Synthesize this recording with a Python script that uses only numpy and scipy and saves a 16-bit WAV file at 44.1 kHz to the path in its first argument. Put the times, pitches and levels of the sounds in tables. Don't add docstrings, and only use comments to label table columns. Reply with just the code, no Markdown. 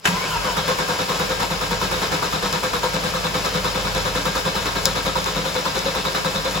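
import sys
import numpy as np
from scipy import signal
from scipy.fft import rfft, irfft
from scipy.io import wavfile
from scipy.ndimage import uniform_filter1d

SR = 44100
rng = np.random.default_rng(int(sys.argv[2]) if len(sys.argv) > 2 else 0)


def output_pcm(signal):
    pcm = np.clip(np.atleast_2d(signal).T, -1, 1) * 32767
    wavfile.write(sys.argv[1], SR, np.round(pcm).astype(np.int16))


N = 291060
T = np.arange(N) / SR
HZ = np.arange(N // 2 + 1) * SR / N + 1e-3
SHARED = np.array([[1], [0]])
NEAR = np.array([[1], [.45]])


def undb(db):
    return 10 ** (np.asarray(db) / 20)


def unit(x):
    return x / np.sqrt(np.mean(x ** 2))


def over_time(table, **edges):
    return np.interp(T, *np.transpose(table), **edges)


def over_hz(table):
    hz, value = np.transpose(table)
    return np.interp(np.log(HZ), np.log(np.maximum(hz, 1)), value)


def noise(table):
    spectrum = rfft(rng.standard_normal((2, N)))
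    return unit(irfft(spectrum * undb(over_hz(table)), N))


def ring(x, hz, width):
    return signal.lfilter(*signal.iirpeak(hz, hz / width, fs=SR), x)


def resonate(sound, table):
    return sound + sum((undb(db) - 1) * ring(sound, hz, width) for hz, width, db in table)


def blows(times, db):
    x = np.zeros(N)
    x[np.clip((times * SR).astype(int), 0, N - 1)] = undb(db)
    return x


def swell(times, db, rise_s, hold_s, fall_s):
    t = T[:SR // 4]
    fall = np.exp(-np.maximum(t - rise_s - hold_s, 0) / fall_s)
    return signal.fftconvolve(blows(times, db), np.clip(t / rise_s, 0, 1) * fall)[:N]


def walk(rate):
    size = int(SR / rate)
    return unit(uniform_filter1d(uniform_filter1d(rng.standard_normal((2, N)), size), size))


def whine(hz, wander_hz, rough_db, rate):
    strength = undb(rough_db * walk(106))
    cycles = np.cumsum(hz + wander_hz * walk(rate), axis=1) / SR
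    return strength * np.sin(2 * np.pi * cycles)


# (relative, per Hz)
PUFF_COLOUR = [(30, -50), (60, 6), (150, -18), (300, -1.5), (700, 0), (1200, 1.5), (1950, -4), (2500, -5.5),
               (3700, -17.5), (6000, -14), (10000, -21.5), (16000, -30)]


def air_puff(s, db):
    flutter = undb(0.88 * walk(170))
    return swell(s, db - 14.0, 0.002, 0.034, 0.018) * flutter * noise(PUFF_COLOUR)


def stroke_tick(s, db):
    colour = [(2500, -30), (5000, -3), (7000, -6), (11000, 0), (16000, -3)]
    return swell(s - .004, db - 23, .006, .002, .008) * noise(colour)


BACKLASH_COUNT, BACKLASH_S = 2, (.012, .042)
BACKLASH_DB, SCATTER_DB = -27.5, 5
# pitch_hz, width_hz, level_db (relative)
BLOCK_MODES = [(284, 40, -4), (410, 50, -0.5), (734, 100, -3), (955, 47, 6), (1070, 40, 6.5), (1277, 43, 2),
               (1440, 68, 2), (1600, 150, -5.5), (2170, 350, -8.5)]


def block_knock(s, knock_db):
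    colour = [(600, -74), (900, 14.5), (1300, 10.5), (2200, -13.0)]
    knock = swell(s, knock_db - 1.5, 0.0047, 0.01, 0.016) * noise(colour)
    late = rng.random((len(s), BACKLASH_COUNT))
    slap_s = (s[:, None] + BACKLASH_S[0] + late * np.diff(BACKLASH_S)).ravel()
    for hz, width, db in BLOCK_MODES:
        slaps = blows(slap_s, BACKLASH_DB + SCATTER_DB * rng.standard_normal(len(slap_s)))
        strikes = blows(s + 0.003, knock_db) + slaps
        knock = knock + NEAR * undb(db + 32.5) * ring(strikes, hz, width)
    return knock


# start_s, level_db (relative)
RASP_LEVEL = [(0.34, -50), (.44, -41), (.56, -29), (.9, -31.5), (6.6, -27.5)]


def stroke_rasp(s):
    colour = [(3100, -33), (3450, 0.5), (3750, 1.5), (3880, 2), (4100, 0.5), (4400, -33)]
    level_db = np.interp(s, *np.transpose(RASP_LEVEL)) - 6
    return swell(s + 0.0035, level_db, 0.003, 0.021, 0.034) * noise(colour)


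# start_s, pitch_hz
TOOTH_RATE = [(0.45, 509.9), (2.47, 509.4), (6.6, 527.3)]


def loaded_teeth(s, load_db):
    load = swell(s + 0.0068, load_db + 5.0, 0.0035, 0.022, 0.021)
    return NEAR * load * whine(over_time(TOOTH_RATE), 9.28, 1.3, 69.5)


# pitch_hz, width_hz, level_db (relative)
INTAKE_MODES = [(169, 27, -1), (190, 22, -2.5)]


def intake_thump(s, thump_db):
    push = blows(s + 0.00697, thump_db + 59.5) + blows(s + 0.0325, thump_db + 44)
    air = swell(s + 0.0127, thump_db + 8, 0.0017, 0.009, .012) * rng.standard_normal((2, N))
    thump = 0
    for hz, width, db in INTAKE_MODES:
        broad = ring(ring(push * SHARED + air, hz, 2 * width), hz, 2 * width)
        thump = thump + undb(db) * ring(broad, hz, width)
    return thump


TICKS_PER_S = 260
TICK_FLOOR_DB, TICK_SCATTER_DB = -24, 4


def metal_ticks(first_s):
    place, luck = rng.random((int(TICKS_PER_S * T[-1]), 2)).T
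    level_db = TICK_FLOOR_DB - TICK_SCATTER_DB * np.log(1 - luck)
    ticks = blows(place * T[-1], level_db) * (T > first_s)
    return NEAR * ring(ticks, 5100, 3600)


# start_s, puff_and_tick_db, intake_thump_db, gear_load_db, knock_db
COMPRESSIONS = [(0.341, -18.5, -53, -54, -39), (0.443, -16, -28.5, -29, -29),
                (0.566, -11.5, -25, -34, -25.5), (0.677, -9.5, -28, -22.5, -25),
                (0.784, -12, -27, -35, -28), (0.884, -13.5, -28, -28, -27), (0.986, -12.5, -30, -28, -53),
                (1.089, -14.5, -26, -30.5, -27), (1.193, -12.5, -26.5, -28.5, -28.5),
                (1.295, -16, -32, -26.5, -29), (1.4, -12.5, -30.5, -34, -29),
                (1.501, -15.5, -26, -33.5, -28), (1.607, -17, -33, -31, -28.5),
                (1.708, -14, -27.5, -28, -31), (1.812, -16, -25.5, -30.5, -23), (1.912, -13, -29, -29, -27),
                (2.015, -12.5, -28.0, -33, -27), (2.116, -12, -25.5, -29.5, -46),
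                (2.221, -15, -31, -32.5, -24), (2.323, -15.5, -25, -28.5, -26),
                (2.424, -13.5, -24.5, -33, -29), (2.527, -14.5, -27, -31, -26.5),
                (2.63, -13.5, -28.5, -28.5, -25.5), (2.731, -15, -28, -30, -22.5),
                (2.83, -16, -34, -26, -23.5), (2.933, -15, -24, -27.5, -33), (3.035, -15, -26, -30.5, -30),
                (3.136, -15.5, -29, -29.5, -31), (3.239, -17.5, -27, -31.5, -27.5),
                (3.341, -15.5, -25.5, -26.5, -24.5), (3.443, -13.5, -30, -28, -29),
                (3.542, -15.5, -23, -28.5, -26), (3.643, -14, -24.5, -32, -24.5),
                (3.746, -16, -26, -31, -29), (3.845, -19, -24.5, -31, -29), (3.947, -12.5, -27, -28, -41),
                (4.05, -16.5, -34, -26.5, -27), (4.149, -12.5, -24.5, -28.5, -44),
                (4.252, -14.5, -24, -30, -23.5), (4.351, -13.5, -32, -28.5, -23),
                (4.451, -17, -24, -26.5, -24.5), (4.551, -15.5, -28, -37, -26.5),
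                (4.655, -14.5, -33, -38, -27.5), (4.754, -14, -30, -33, -28), (4.855, -18, -26.0, -28, -26),
                (4.954, -16, -32, -31, -29), (5.056, -14, -28, -27, -31), (5.153, -18, -28, -26.5, -23),
                (5.256, -16, -49, -35, -26), (5.354, -17, -25.5, -30, -29.5),
                (5.45, -21, -29.5, -30, -26.5), (5.551, -15.5, -29.0, -27, -26.5),
                (5.652, -18, -27.5, -31, -24.5), (5.75, -13, -28.5, -27.5, -46),
                (5.852, -18, -31, -25, -28), (5.948, -15.5, -32, -32, -28.5),
                (6.049, -24, -27, -28.5, -23.5), (6.146, -12, -33, -30.5, -29),
                (6.245, -18, -26.5, -28, -24), (6.346, -17.5, -26, -29, -28), (6.445, -15.5, -33, -27, -37),
                (6.545, -16, -24.5, -34, -31)]
# pitch_hz, width_hz, level_db (lift)
COVERS = [(3500, 36, 6), (3632, 26, 7), (3735, 26, 7), (3935, 26, 3), (4055, 30, 7), (4720, 40, 3),
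          (5060, 30, 2), (5120, 30, 2), (5360, 26, 3), (5520, 30, 3)]


def strokes(s, db, thump_db, load_db, knock_db):
    clatter = resonate(air_puff(s, db) + stroke_rasp(s) + metal_ticks(s[0]), COVERS)
    struck = stroke_tick(s, db) + block_knock(s, knock_db)
    return clatter + struck + loaded_teeth(s, load_db) + intake_thump(s, thump_db)


# start_s, level_db (of the whirr)
RUNNING = [(0, -52), (.035, -45.5), (.055, -28), (.1, -24.5), (.15, -26.5), (6.6, -27.5)]
# (relative, per Hz)
WHIRR_COLOUR = [(24, -40), (42, -15), (78, -15), (95, -17), (125, -13.5), (175, -1), (230, -15.5),
                (330, -19), (500, -4.5), (700, -11), (1000, -10), (1600, -14), (1950, -15), (2500, -13.5),
                (5200, -18.5), (8500, -28), (16000, -39.5)]


def motor_whirr(stroke_s):
    bog = swell(stroke_s - .03, 0, 0.021, 0.002, 0.0017)
    return undb(over_time(RUNNING) - 1.6 * bog + 0.87 * walk(31)) * noise(WHIRR_COLOUR)


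# (relative, per Hz)
HISS_COLOUR = [(4000, -42), (6500, -1.5), (10000, -3), (16000, -6)]
HISS_DB = -40.5


def brush_hiss():
    level_db = over_time(RUNNING) - RUNNING[-1][1] + HISS_DB
    return undb(level_db + 1.4 * walk(40)[0]) * noise(HISS_COLOUR)


# start_s, low_pitch_hz, high_pitch_hz, low_level_db, high_level_db
GEAR_SPIN_UP = [(0.099, 950, 1930, -33, -40), (0.19, 1040, 2147, -25, -29.5), (.25, 1060, 2294, -29.5, -37),
                (0.3, 1043, 2980, -32, -37), (0.345, 986, 2773, -23, -29), (.38, 933, 2570, -28, -32),
                (0.415, 956, 2530, -38, -44), (0.449, 1128, 3245, -30, -33), (0.479, 1062, 3010, -23, -31),
                (.525, 958, 2890, -33, -36), (0.554, 1135, 3540, -43, -41), (0.594, 1192, 3310, -34, -34),
                (0.641, 1103, 3230, -54, -34), (0.691, 1107, 3490, -32, -37), (.74, 1013, 3320, -30, -37)]
MIDDLE_RATIO = 1.41
# start_s, level_db (against the low whine)
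MIDDLE_LEVEL = [(0.16, -13), (0.3, -4)]


def gear_whine():
    s, low_hz, high_hz, low_db, high_db = np.transpose(GEAR_SPIN_UP)
    middle_db = low_db + np.interp(s, *np.transpose(MIDDLE_LEVEL))
    gears = [(low_hz, low_db), (MIDDLE_RATIO * low_hz, middle_db), (high_hz, high_db)]
    tones = 0
    for hz, db in gears:
        strength = undb(np.interp(T, s, db, left=-90, right=-90))
        tones = tones + strength * whine(np.interp(T, s, hz), .042 * np.mean(hz), 3, 500)
    return NEAR * tones


# start_s, level_db (relative)
SLAMS = [(0.042, -26), (0.0524, -8.5), (0.071, -13.5), (0.085, -30), (0.1, -31)]
# pitch_hz, level_db (relative), t60_s
HOUSING_MODES = [(537, -19, 0.076), (1390, -7, 0.033), (1620, -8, .03), (2070, -14, 0.042),
                 (2620, -6, 0.05), (3150, -8, 0.05), (5100, -30, .04)]


def solenoid_clunk():
    s, db = np.transpose(SLAMS)
    colour = [(200, -9.0), (600, 0), (1500, 2.5), (3000, 1), (4200, -11), (8000, -9.5), (16000, -21)]
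    crack = swell(s, db - 4.5, 0.0028, 0.0011, 0.012) * noise(colour)
    hits = blows(s, db)
    modes = sum(undb(g + 7) * ring(hits, hz, 2.0 / t60) for hz, g, t60 in HOUSING_MODES)
    return crack + SHARED * modes


# start_s, level_db
CRANK_LURCHES = [(0.081, -18.5), (0.124, -20.5)]


def lurch_boom():
    s, db = np.transpose(CRANK_LURCHES)
    return swell(s, db, .006, .016, .014) * whine(174.7, 6.2, 1, 60)


STEADY_FROM = 7
# start_s, level_db
HUM_LEVEL = [(0.25, -53), (0.34, -38.5), (0.9, -43.5), (2.4, -41.5), (3.2, -37), (4.9, -40), (6.6, -38)]
# multiple of the stroke rate, level_db (relative)
HUM_PARTS = [(5, -0.5), (6, -22), (8, -10), (9, -27), (11, -6.5)]


def block_hum():
    s = np.array(COMPRESSIONS)[STEADY_FROM::6, 0]
    stroke_hz = np.interp(T, (s[1:] + s[:-1]) / 2, 6 / np.diff(s))
    angle = 2 * np.pi * np.cumsum(stroke_hz) / SR
    angle = angle - np.interp(np.median(s), T, angle)
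    hum = sum(undb(db) * np.cos(round(k) * angle) for k, db in HUM_PARTS)
    return undb(over_time(HUM_LEVEL, left=-70) + 3 * walk(3.1)[0]) * np.sqrt(2) * hum


# start_s, level_db
DULL_THUDS = [(.12, -38), (.34, -38), (0.729, -49), (1.76, -42), (2.39, -36), (3.02, -37), (3.43, -41),
              (3.651, -46), (4.05, -35), (4.85, -38), (5.71, -40), (6.34, -39)]


def low_thuds():
    s, db = np.transpose(DULL_THUDS)
    return swell(s, db, 0.038, .02, .025) * whine(43.4, 1.44, 0, 5.5)[0]


GARAGE_DB, GARAGE_T60_S = -14, .1


def garage_echoes(sound):
    t = T[:SR // 4]
    echoes = rng.standard_normal(len(t)) * undb(-60 * t / GARAGE_T60_S) * (t > .002)
    echoes = ring(echoes, 2920, 5500)
    echoes = undb(GARAGE_DB) * echoes[None] / np.linalg.norm(echoes)
    return signal.fftconvolve(sound, echoes, axes=1)[:, :N]


# pitch_hz, width_hz, level_db (lift over the broad sound)
ENGINE_BAY = [(98, 7.7, 6.5), (286.1, 11.8, 9), (364, 11, 6), (422, 18.4, 5.5), (934, 9.8, 8),
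              (1000, 26, 4.5), (1074, 6.5, 9), (1058, 15, 0), (1220, 11, 4), (1291, 40, 6), (1320, 21, -1),
              (1424, 36, 4), (1530, 20, 2), (1627, 24, 1.5), (1610, 14, 11), (5190, 470, 5.5),
              (7020, 380, 3)]


def scene():
    rows = np.transpose(COMPRESSIONS)
    sound = strokes(*rows) + motor_whirr(rows[0]) + brush_hiss() + gear_whine()
    sound = sound + solenoid_clunk() + lurch_boom() + block_hum() + low_thuds()
    sound = resonate(sound, ENGINE_BAY)
    return sound + garage_echoes(sound)


# pitch_hz, likeness (0-1)
PORT_LIKENESS = [(50, 0.99), (130, 1), (300, 0.58), (600, 0.49), (1300, 0), (3000, 0.29), (5000, 0.35),
                 (7000, 0.98)]
# pitch_hz, left_minus_right_db
PORT_PAN = [(60, -8.5), (110, 5), (200, 1), (700, 1), (1300, 1), (2400, 2), (4400, 3.5), (6500, 1.5)]
# pitch_hz, lead_rad
PORT_LEAD = [(500, -0.0097), (1300, 0.4), (2700, 0.13), (5000, -0.46), (5500, -1.23), (6600, -1.08)]
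PORT_LAG_S, PORT_HZ = 0.0002213, 6810
SAME_HZ, TOP_HZ = 8600, 15800


def record(dry):
    shared, apart = rfft(dry)
    like = np.clip(over_hz(PORT_LIKENESS + [(SAME_HZ, .93)]), 0, 1)
    shared, apart = shared * np.sqrt((1 + like) / 2), apart * np.sqrt((1 - like) / 2)
    late_inverted = 3 * np.pi - 2 * np.pi * HZ * PORT_LAG_S
    lead = np.where(HZ > PORT_HZ, late_inverted, over_hz(PORT_LEAD))
    pan = undb(over_hz(PORT_PAN + [(SAME_HZ, 0)]) / 2)
    left = (shared + apart) * pan * np.exp(1j * lead)
    right = (shared - apart) / pan
    top_cut = signal.ellip(12, .2, 90, TOP_HZ, fs=SR, output="sos")
    return signal.sosfilt(top_cut, irfft(np.array([left, right]), N))


dry = scene()
out = record(dry)
output_pcm(out)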